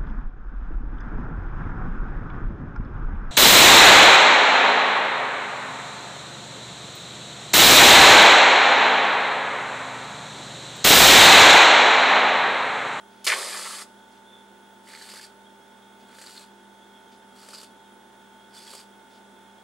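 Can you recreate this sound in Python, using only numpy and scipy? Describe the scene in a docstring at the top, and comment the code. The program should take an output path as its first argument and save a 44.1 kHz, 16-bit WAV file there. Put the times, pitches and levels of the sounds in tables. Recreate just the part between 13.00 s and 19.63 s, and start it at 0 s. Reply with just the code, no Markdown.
"""Five squirts of aerosol whipped cream onto a pie on a kitchen counter, close to the microphone.
The first press spits out a loud spurt of gas; then gas hisses through the nozzle, as shaped noise,
while foam sputters and pops, as decaying sines. The counter and the kitchen reflect it.
Behind lie an appliance's hum of wavering sines, a thin high whine of narrow noise and a rush of air."""
import sys
import numpy as np
from scipy import signal
from scipy.fft import rfft, irfft, next_fast_len
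from scipy.io import wavfile

SR = 44100
rng = np.random.default_rng(int(sys.argv[2]) if len(sys.argv) > 2 else 0)


def waveform_to_disk(signal):
    """Save audio, clipped to [-1, 1], as 16-bit WAV at the path in sys.argv[1]."""
    frames = np.transpose(np.atleast_2d(signal))
    scaled = np.clip(frames, -1, 1) * 32767
    samples = np.round(scaled).astype(np.int16)
    wavfile.write(sys.argv[1], SR, samples)


N = 292383
T = np.arange(N) / SR

# relative gas noise spectrum of the nozzle filled with cream: f/Hz, density/dB
WET_NOZZLE = [(300, -27), (600, -13), (1000, -12), (1800, -13.5), (2800, -4.5), (3900, -4), (5000, -8),
              (5700, -5.5), (6700, -6.5), (7500, -0.5), (9200, -4), (10500, -8), (12000, -8), (15500, -18)]
# the first press: gas breaks out, cream reaches the nozzle, the finger lets go
GAS_OUT_S, CREAM_IN_S, LET_GO_S = 0.268, 0.336, 0.8244


def undb(db):
    """Amplitude ratio from a level in decibels."""
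    return 10 ** (np.asarray(db) / 20)


def unit(x):
    """Normalisation to an rms of 1."""
    return x / np.sqrt(np.mean(x ** 2))


def colour(x, points):
    """Linear filtering in the spectrum: (f/Hz, gain/dB) points joined on a log-frequency axis."""
    hz, db = np.transpose(points)
    size = next_fast_len(len(x))
    f = np.maximum(np.fft.rfftfreq(size, 1 / SR), 1)
    gain = undb(np.interp(np.log(f), np.log(hz), db))
    return irfft(rfft(x, size) * gain, size)[:len(x)]


def resonate(x, hz, width):
    """Resonance: a second-order peak applied twice, for steep skirts."""
    b, a = signal.iirpeak(hz, hz / width, fs=SR)
    return signal.lfilter(b, a, signal.lfilter(b, a, x))


def noise(points):
    """Turbulence noise: Gaussian noise of rms 1 with the given spectrum."""
    return unit(colour(rng.standard_normal(N), points))


def walk(rate):
    """Random modulation: normal values at a rate in Hz joined by lines, spread near 1."""
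    steps = rng.standard_normal(N // 8)
    return 1.2 * np.interp(T * rate, np.arange(len(steps)), steps)


def breathy_tone(hz, width):
    """Narrow-band noise: two random envelopes on carriers in quadrature, at a steady or moving pitch."""
    phase = 2 * np.pi * np.cumsum(hz * np.ones(N)) / SR
    return unit(walk(width) * np.cos(phase) + walk(width) * np.sin(phase))


def ragged(hz, width, rough_db):
    """Amplitude-modulated noise: a fast flutter, then one broad resonance."""
    fluttering = rng.standard_normal(N) * undb(rough_db * walk(900))
    return unit(resonate(fluttering, hz, min(width, 18000)))


def gate(start, stop, rise_s, fall_s):
    """Exponential envelope: swells up to the start, holds at 1, dies away after the stop."""
    before, after = np.minimum(T - start, 0), np.minimum(stop - T, 0)
    return np.exp(np.maximum(before / rise_s + after / fall_s, -40))


def damped_sine(hz, cycles, age):
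    """Free oscillation of a bubble: a sine that decays by 60 dB in the given number of cycles."""
    return np.sin(2 * np.pi * hz * age) * np.exp(-np.log(1000) * hz * age / cycles)


def bubbles(pitch, spread, cycles, scatter_db, count):
    """Superposition of random bubble bursts: damped rings scattered about the pitch, rms 1 in all."""
    when, tune, size = rng.random((count, 3)).T
    start = (when * (N - 1)).astype(int)
    # log-logistic scatter of the pitch
    hz = np.clip(pitch[start] * (tune / (1 - tune)) ** spread, 300, 12000)[:, None]
    age = np.arange(256) / SR
    rings = damped_sine(hz, cycles, age)
    rings *= undb(scatter_db * size)[:, None] * np.sqrt(hz)
    places = start[:, None] + np.arange(len(age))
    return unit(np.bincount(places.ravel(), rings.ravel(), N)[:N])


def add(out, s, x):
    """Superposition of a short sound from a given time in seconds."""
    i = int(s * SR)
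    out[i:i + len(x)] += x[:len(out) - i]


def air():
    """Broadband noise with partial stereo coherence: a fan-like rush, widest near 2 kHz."""
    # relative spectrum of the kitchen air: f/Hz, density/dB
    air_spectrum = [(30, -42), (90, -20), (150, -11), (230, -0.5), (400, -1.5), (750, -1), (1100, -5.5),
                    (1600, -5.5), (2300, -15), (3300, -12), (4600, -20), (9000, -19), (11500, -27),
                    (15000, -34)]
    mid_db = -56.5
    side = colour(noise(air_spectrum), [(100, -5.0), (600, -4), (2000, -2.5), (8000, -4)])
    stereo = noise(air_spectrum) + side * np.array([[1], [-1]])
    return undb(mid_db) * stereo * undb([[-1.1], [.9]])


def appliances():
    """Tonal and narrow-band radiation: wavering hum, noisy motor resonances, whistles and faint squeaks."""
    # steady tones of the appliances: f/Hz, rms level before waver and channel trim/dB
    hum_lines = [(59.2, -78), (119.6, -75.5), (199.2, -61), (398.4, -63.5), (845.2, -70), (887.2, -57),
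                 (947.5, -73.5), (1416, -70.5), (1478, -64), (2164, -75.5), (3311, -71), (3542, -72),
                 (5319, -82), (6444, -82.5), (10051, -80.5), (15735, -75.5)]
    # narrow noisy motor resonances: f/Hz, nominal width/Hz, rms level before channel trim/dB
    motor_bands = [(203, 5.2, -72), (240.7, 22, -65.5), (353.4, 15, -67.5), (1440, 140, -71)]
    # a motor's wavering whistles: f/Hz, wander rate of the envelopes/Hz, nominal level/dB
    whistles = [(3270, 150, -69), (3580, 110, -72.5), (10070, 220, -77), (12200, 180, -89)]
    # swells of the whine: t/s, nominal level/dB, half length/s, f/Hz
    squeaks = [(1.29, -59, 0.026, 3480), (1.364, -52.5, 0.05, 3480), (2.475, -57, 0.018, 3300),
               (3.825, -60, 0.026, 3380), (3.971, -55, 0.022, 3340), (4.87, -71, 0.09, 3670),
               (5.59, -49.5, 0.018, 3460), (5.68, -46.5, 0.006, 3310)]

    out = np.zeros(N)
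    drift = np.cumsum(0.000504 * walk(3)) / SR
    for hz, db in hum_lines:
        # the higher the line, the more its level wavers
        waver_db = 0.5 + 1.5 * min(hz / 5000, 1)
        level = np.sqrt(2) * undb(db + waver_db * walk(11))
        out += level * np.sin(2 * np.pi * (hz * (T + drift) + rng.random()))
    for hz, width, db in motor_bands:
        # widened, as the double resonance is narrower than a single one
        out += undb(db) * unit(resonate(rng.standard_normal(N), hz, 1.43 * width))
    for hz, width, db in whistles:
        out += undb(db - 1 + 2.4 * walk(14)) * breathy_tone(hz + 22 * walk(9), width)
    # one narrow tone swells at each squeak and glides between their pitches
    swell = sum(undb(db) * np.exp(-((T - s) / half) ** 2) for s, db, half, hz in squeaks)
    when, _, _, pitch = np.transpose(squeaks)
    broken = undb(1.5 * walk(90))
    out += undb(-1.5) * swell * broken * breathy_tone(np.interp(T, when, pitch), 220)
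    return out * undb([[-1.0], [.7]])


def kitchen(x, counter_s=.00165, counter=0.055, near_db=-10, near_t60=0.075,
            room_db=-20, room_t60=0.47, sway=0.66):
    """Reflection and reverberation: a counter bounce, scatter from nearby things, a short room tail."""
    # stereo width of the reflections: f/Hz, side gain/dB
    width_curve = [(100, -28), (600, -2), (1300, -15), (2400, -11), (4400, -1.5), (8000, 1.5), (15000, -5)]
    # tone of the can at the microphone: f/Hz, gain/dB, left minus right/dB
    can_tone = [(40, -31, -4), (150, -31, 4), (275, -9, 4), (378, -5, -5), (543, -2, -1), (660, -6.5, -4.5),
                (1200, -2, -0.5), (2500, -3.5, -.5), (2830, -4, 0), (4470, -3.5, -3), (7300, -7, -1),
                (9500, -4.5, 3), (13150, -10, -1.5), (15500, -19, 4)]
    x = x + counter * np.interp(T - counter_s, T, x)
    age = T[:SR // 2]

    def tail(db, t60):
        """Exponential decay of diffuse energy: random echoes with the given total level."""
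        one_energy = np.sqrt(2 * np.log(1000) / (t60 * SR))
        return undb(db - 60 * age / t60) * one_energy * rng.standard_normal(len(age))

    def echoes():
        """Convolution with one set of scattered paths."""
        return signal.oaconvolve(x, tail(near_db, near_t60) + tail(room_db, room_t60))[:N]

    # the paths change as hand and can move
    turn = sway * walk(2.7)
    side = colour(np.cos(turn) * echoes() + np.sin(turn) * echoes(), width_curve)
    mid = x + echoes()
    channels = []
    for sign in (1, -1):  # left, right
        tone = [(hz, db + sign * pan / 2) for hz, db, pan in can_tone]
        channels.append(colour(mid + sign * side, tone))
    return np.array(channels)


def rubs():
    """Friction noise: skin slides briefly over the can."""
    # the hand shifting on the can: t/s, level/dB, length/s, centre f/Hz
    slides = [(0.11, -61, 0.16, 2800), (1.116, -64, 0.059, 4000), (3.0, -60, 0.03, 3700),
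              (4.118, -58, 0.031, 3740), (6.106, -58.5, 0.073, 3550)]
    return sum(undb(db) * gate(s, s + length, rise_s=0.003, fall_s=0.018)
               * ragged(hz, width=4700, rough_db=3) for s, db, length, hz in slides)


def cracks():
    """Impulsive radiation: each plug leaves with a single sharp swing of pressure."""
    # plugs of cream shot out by the first gas: t/s, peak level/dB, centre f/Hz
    plugs = [(0.27595, 1, 3300), (0.27955, -7, 7000)]
    out, t = np.zeros(N), T[:64] - T[32]
    for s, db, hz in plugs:
        u = (np.pi * hz * t) ** 2
        add(out, s + t[0], undb(db) * (1 - 2 * u) * np.exp(-u))
    return out


def first_blast(spit_db=-21.0, dry_hz=2450, wet_hz=1650, gulp_db=-33, gulp_hz=590, gulp_s=0.15):
    """Jet noise in a resonator: gas puffs, then a spit sinking as cream climbs, over a fading gulp."""
    # puffs of bare gas as the valve unseats: t/s, level/dB, length/s, centre f/Hz
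    gas_puffs = [(0.245, -21.5, 0.0049, 8000), (0.267, -16.5, 0.011, 5200)]
    puffs = sum(undb(db) * gate(s, s + length, rise_s=0.00069, fall_s=2.05 * length)
                * ragged(hz, width=1.65 * hz, rough_db=4.0) for s, db, length, hz in gas_puffs)
    hz = np.interp(T, [GAS_OUT_S, CREAM_IN_S], [dry_hz, wet_hz])
    spit = breathy_tone(hz, 1350) + undb(-2.5) * ragged(2600, width=1900, rough_db=4)
    spit = unit(spit * undb(3.4 * walk(300)))
    spit *= gate(GAS_OUT_S, CREAM_IN_S, rise_s=0.0012, fall_s=0.014)
    gulp = ragged(gulp_hz, width=600, rough_db=0)
    gulp *= gate(GAS_OUT_S, CREAM_IN_S, rise_s=0.0009, fall_s=gulp_s)
    return puffs + undb(spit_db) * spit + undb(gulp_db) * gulp


def pops(rise_s=0.00048, splutter=3.36, splutter_s=0.0046, plop=1.5, plop_hz=560, plop_s=0.0021):
    """Damped bubble resonance: the sooner it tears, the more gas splutters and the more the cream plops."""
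    # largest bubbles bursting at the nozzle: t/s, peak before overall trim/dB, f/Hz, cycles to -60 dB
    bursts = [(0.3255, -10, 1160, 15), (0.33, -10, 2180, 35), (0.4288, -17, 1800, 18),
              (0.594, -14, 1230, 6.7), (0.7088, -24, 1270, 25), (0.7341, -26, 1290, 18),
              (0.821, -26, 1320, 14), (1.8715, -34, 1910, 14), (1.8874, -28.5, 1970, 9.3),
              (1.938, -27, 1840, 16), (1.9503, -25.5, 2130, 17), (1.974, -29, 1840, 14),
              (2.013, -27, 1700, 17), (2.1382, -21, 1350, 5.7), (2.168, -25, 1730, 9.7),
              (2.1958, -27, 1720, 14), (3.1853, -27, 1670, 7.6), (3.2146, -25.5, 1633, 6.5),
              (3.2398, -26, 1660, 9.1), (3.3792, -28, 4020, 30), (4.4868, -23.5, 1460, 4.5),
              (4.5338, -26, 1350, 11), (4.5423, -28, 1395, 4.7), (4.5848, -28, 4560, 16),
              (4.6144, -28, 4540, 9.1), (4.631, -24, 1170, 5.5), (5.7354, -22, 1110, 5.8),
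              (5.7504, -21, 1500, 2.8)]
    out, age = np.zeros(N), np.arange(1024) / SR
    for s, db, hz, cycles in bursts:
        ring = damped_sine(hz, cycles, age)
        gas = splutter * colour(rng.standard_normal(len(age)), WET_NOZZLE) * np.exp(-age / splutter_s)
        cream = plop * np.sin(2 * np.pi * plop_hz * age) * np.exp(-age / plop_s)
        pop = (ring + (gas + cream) / cycles) * (1 - np.exp(-age / rise_s))
        add(out, s, undb(db) * pop / np.abs(pop).max())
    return undb(-5.0) * out


def first_squirt():
    """Two-phase flow of gas-rich cream: a strong hiss with a coarse sputter, both sinking steadily."""
    # relative gas noise spectrum of the nearly dry nozzle: f/Hz, density/dB
    dry_nozzle = [(1180, -12.5), (2000, -2.5), (2770, -5), (3260, -0.5), (4920, 1), (5640, -4), (6360, -1),
                  (6870, -2.5), (7290, 1.5), (9030, 1.5), (12600, -8.5), (15000, -25), (15500, -48)]
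    valve = gate(GAS_OUT_S, LET_GO_S, rise_s=0.0024, fall_s=0.015)
    age = np.maximum(T - GAS_OUT_S, 0)
    # both sink, in dB per s, as the spare gas runs out
    hiss = valve * undb(-27.5 - 14 * age)
    foam = valve * undb(-36 - 23 * age + 2.3 * walk(59.8))
    gas = unit(noise(dry_nozzle) * undb(1.0 * walk(400)))
    # the bubbles grow, and so sound lower, as the cream thickens
    hz = np.interp(T, [CREAM_IN_S, LET_GO_S], [1720, 1380])
    sputter = bubbles(hz, spread=0.237, cycles=26.0, scatter_db=15.5, count=6000)
    # the hollow of the nozzle and the cream gurgles at two shifting pitches
    shift = 1 + 0.042 * walk(25)
    gurgle = undb(-3.0) * breathy_tone(1200 * shift, 330) + undb(-2.5) * breathy_tone(1850 * shift, 450)
    return hiss * gas + foam * (undb(2) * sputter + undb(0.5) * gurgle)


def later_squirts():
    """Flow through a choked nozzle: hiss and fizz grow as the finger bears down, while foam sputters."""
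    # later presses: start t/s, strongest flow t/s, let go t/s, nominal hiss level at its strongest/dB,
    # rise up to then/dB, sag after it/(dB per s), nominal sputter level/dB, bubble f/Hz, nozzle f/Hz
    presses = [(1.875, 2.074, 2.25, -47.5, 5, 6, -52, 1814, 4452),
               (3.09, 3.21, 3.43, -48.5, 15.5, 20, -57, 1670, 4400),
               (4.36, 4.54, 4.642, -49, 10, 15, -60, 1440, 4620),
               (5.548, 5.756, 5.81, -47.5, 4.5, 38, -58, 1700, 4760)]
    valve_open_s, valve_close_s = 0.021, 0.023  # time constants

    fizz = bubbles(np.full(N, 6000.), spread=0.46, cycles=11, scatter_db=22, count=5000)
    fizz = unit(colour(fizz, WET_NOZZLE))
    gas = undb(3.5) * unit(noise(WET_NOZZLE) + undb(-8) * fizz)
    hiss, foam = np.zeros(N), np.zeros(N)
    times, bubble_points, nozzle_points = [], [], []
    for start, full, stop, db, rise_db, sag_db, foam_db, bubble, nozzle in presses:
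        swell_db = np.interp(T, [start, full, stop], [-rise_db, 0, -sag_db * (stop - full)])
        valve = gate(start, stop, valve_open_s, valve_close_s)
        hiss += undb(db + swell_db) * valve
        # gas leaks through a half-closed valve, foam hardly does
        foam += undb(foam_db) * valve ** 4
        times += [start, stop]
        bubble_points += [bubble, bubble]
        nozzle_points += [nozzle, nozzle]
    bubble_hz = np.interp(T, times, bubble_points)
    # gas and the finest bubbles ring the nozzle, whose pitch shifts with the cream in it
    nozzle_hz = np.interp(T, times, nozzle_points) * (1 + 0.03 * walk(18))
    fine = bubbles(nozzle_hz, spread=0.05, cycles=17, scatter_db=10, count=2500)
    ringing = breathy_tone(nozzle_hz, 1100) + undb(-2) * fine
    whistle = undb(-4.5) * ringing * undb(2.7 * walk(45))
    sputter = bubbles(bubble_hz, spread=0.14, cycles=29, scatter_db=2, count=3500)
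    sputter *= undb(2 * walk(50))
    flutter = undb(1.94 * walk(220) + 0.27 * walk(40))
    return flutter * (hiss * (gas + whistle) + foam * sputter)


def scene():
    """Superposition: the can in the kitchen, over the steady background."""
    can = first_blast() + cracks() + first_squirt() + later_squirts() + pops() + rubs()
    return kitchen(can) + appliances() + air()


def record(dry):
    """Band limiting: a steep elliptic low-pass cuts the top above 15850 Hz."""
    return signal.sosfilt(signal.ellip(12, .1, 80, 15850, fs=SR, output="sos"), dry)


dry = scene()
out = record(dry)
waveform_to_disk(out)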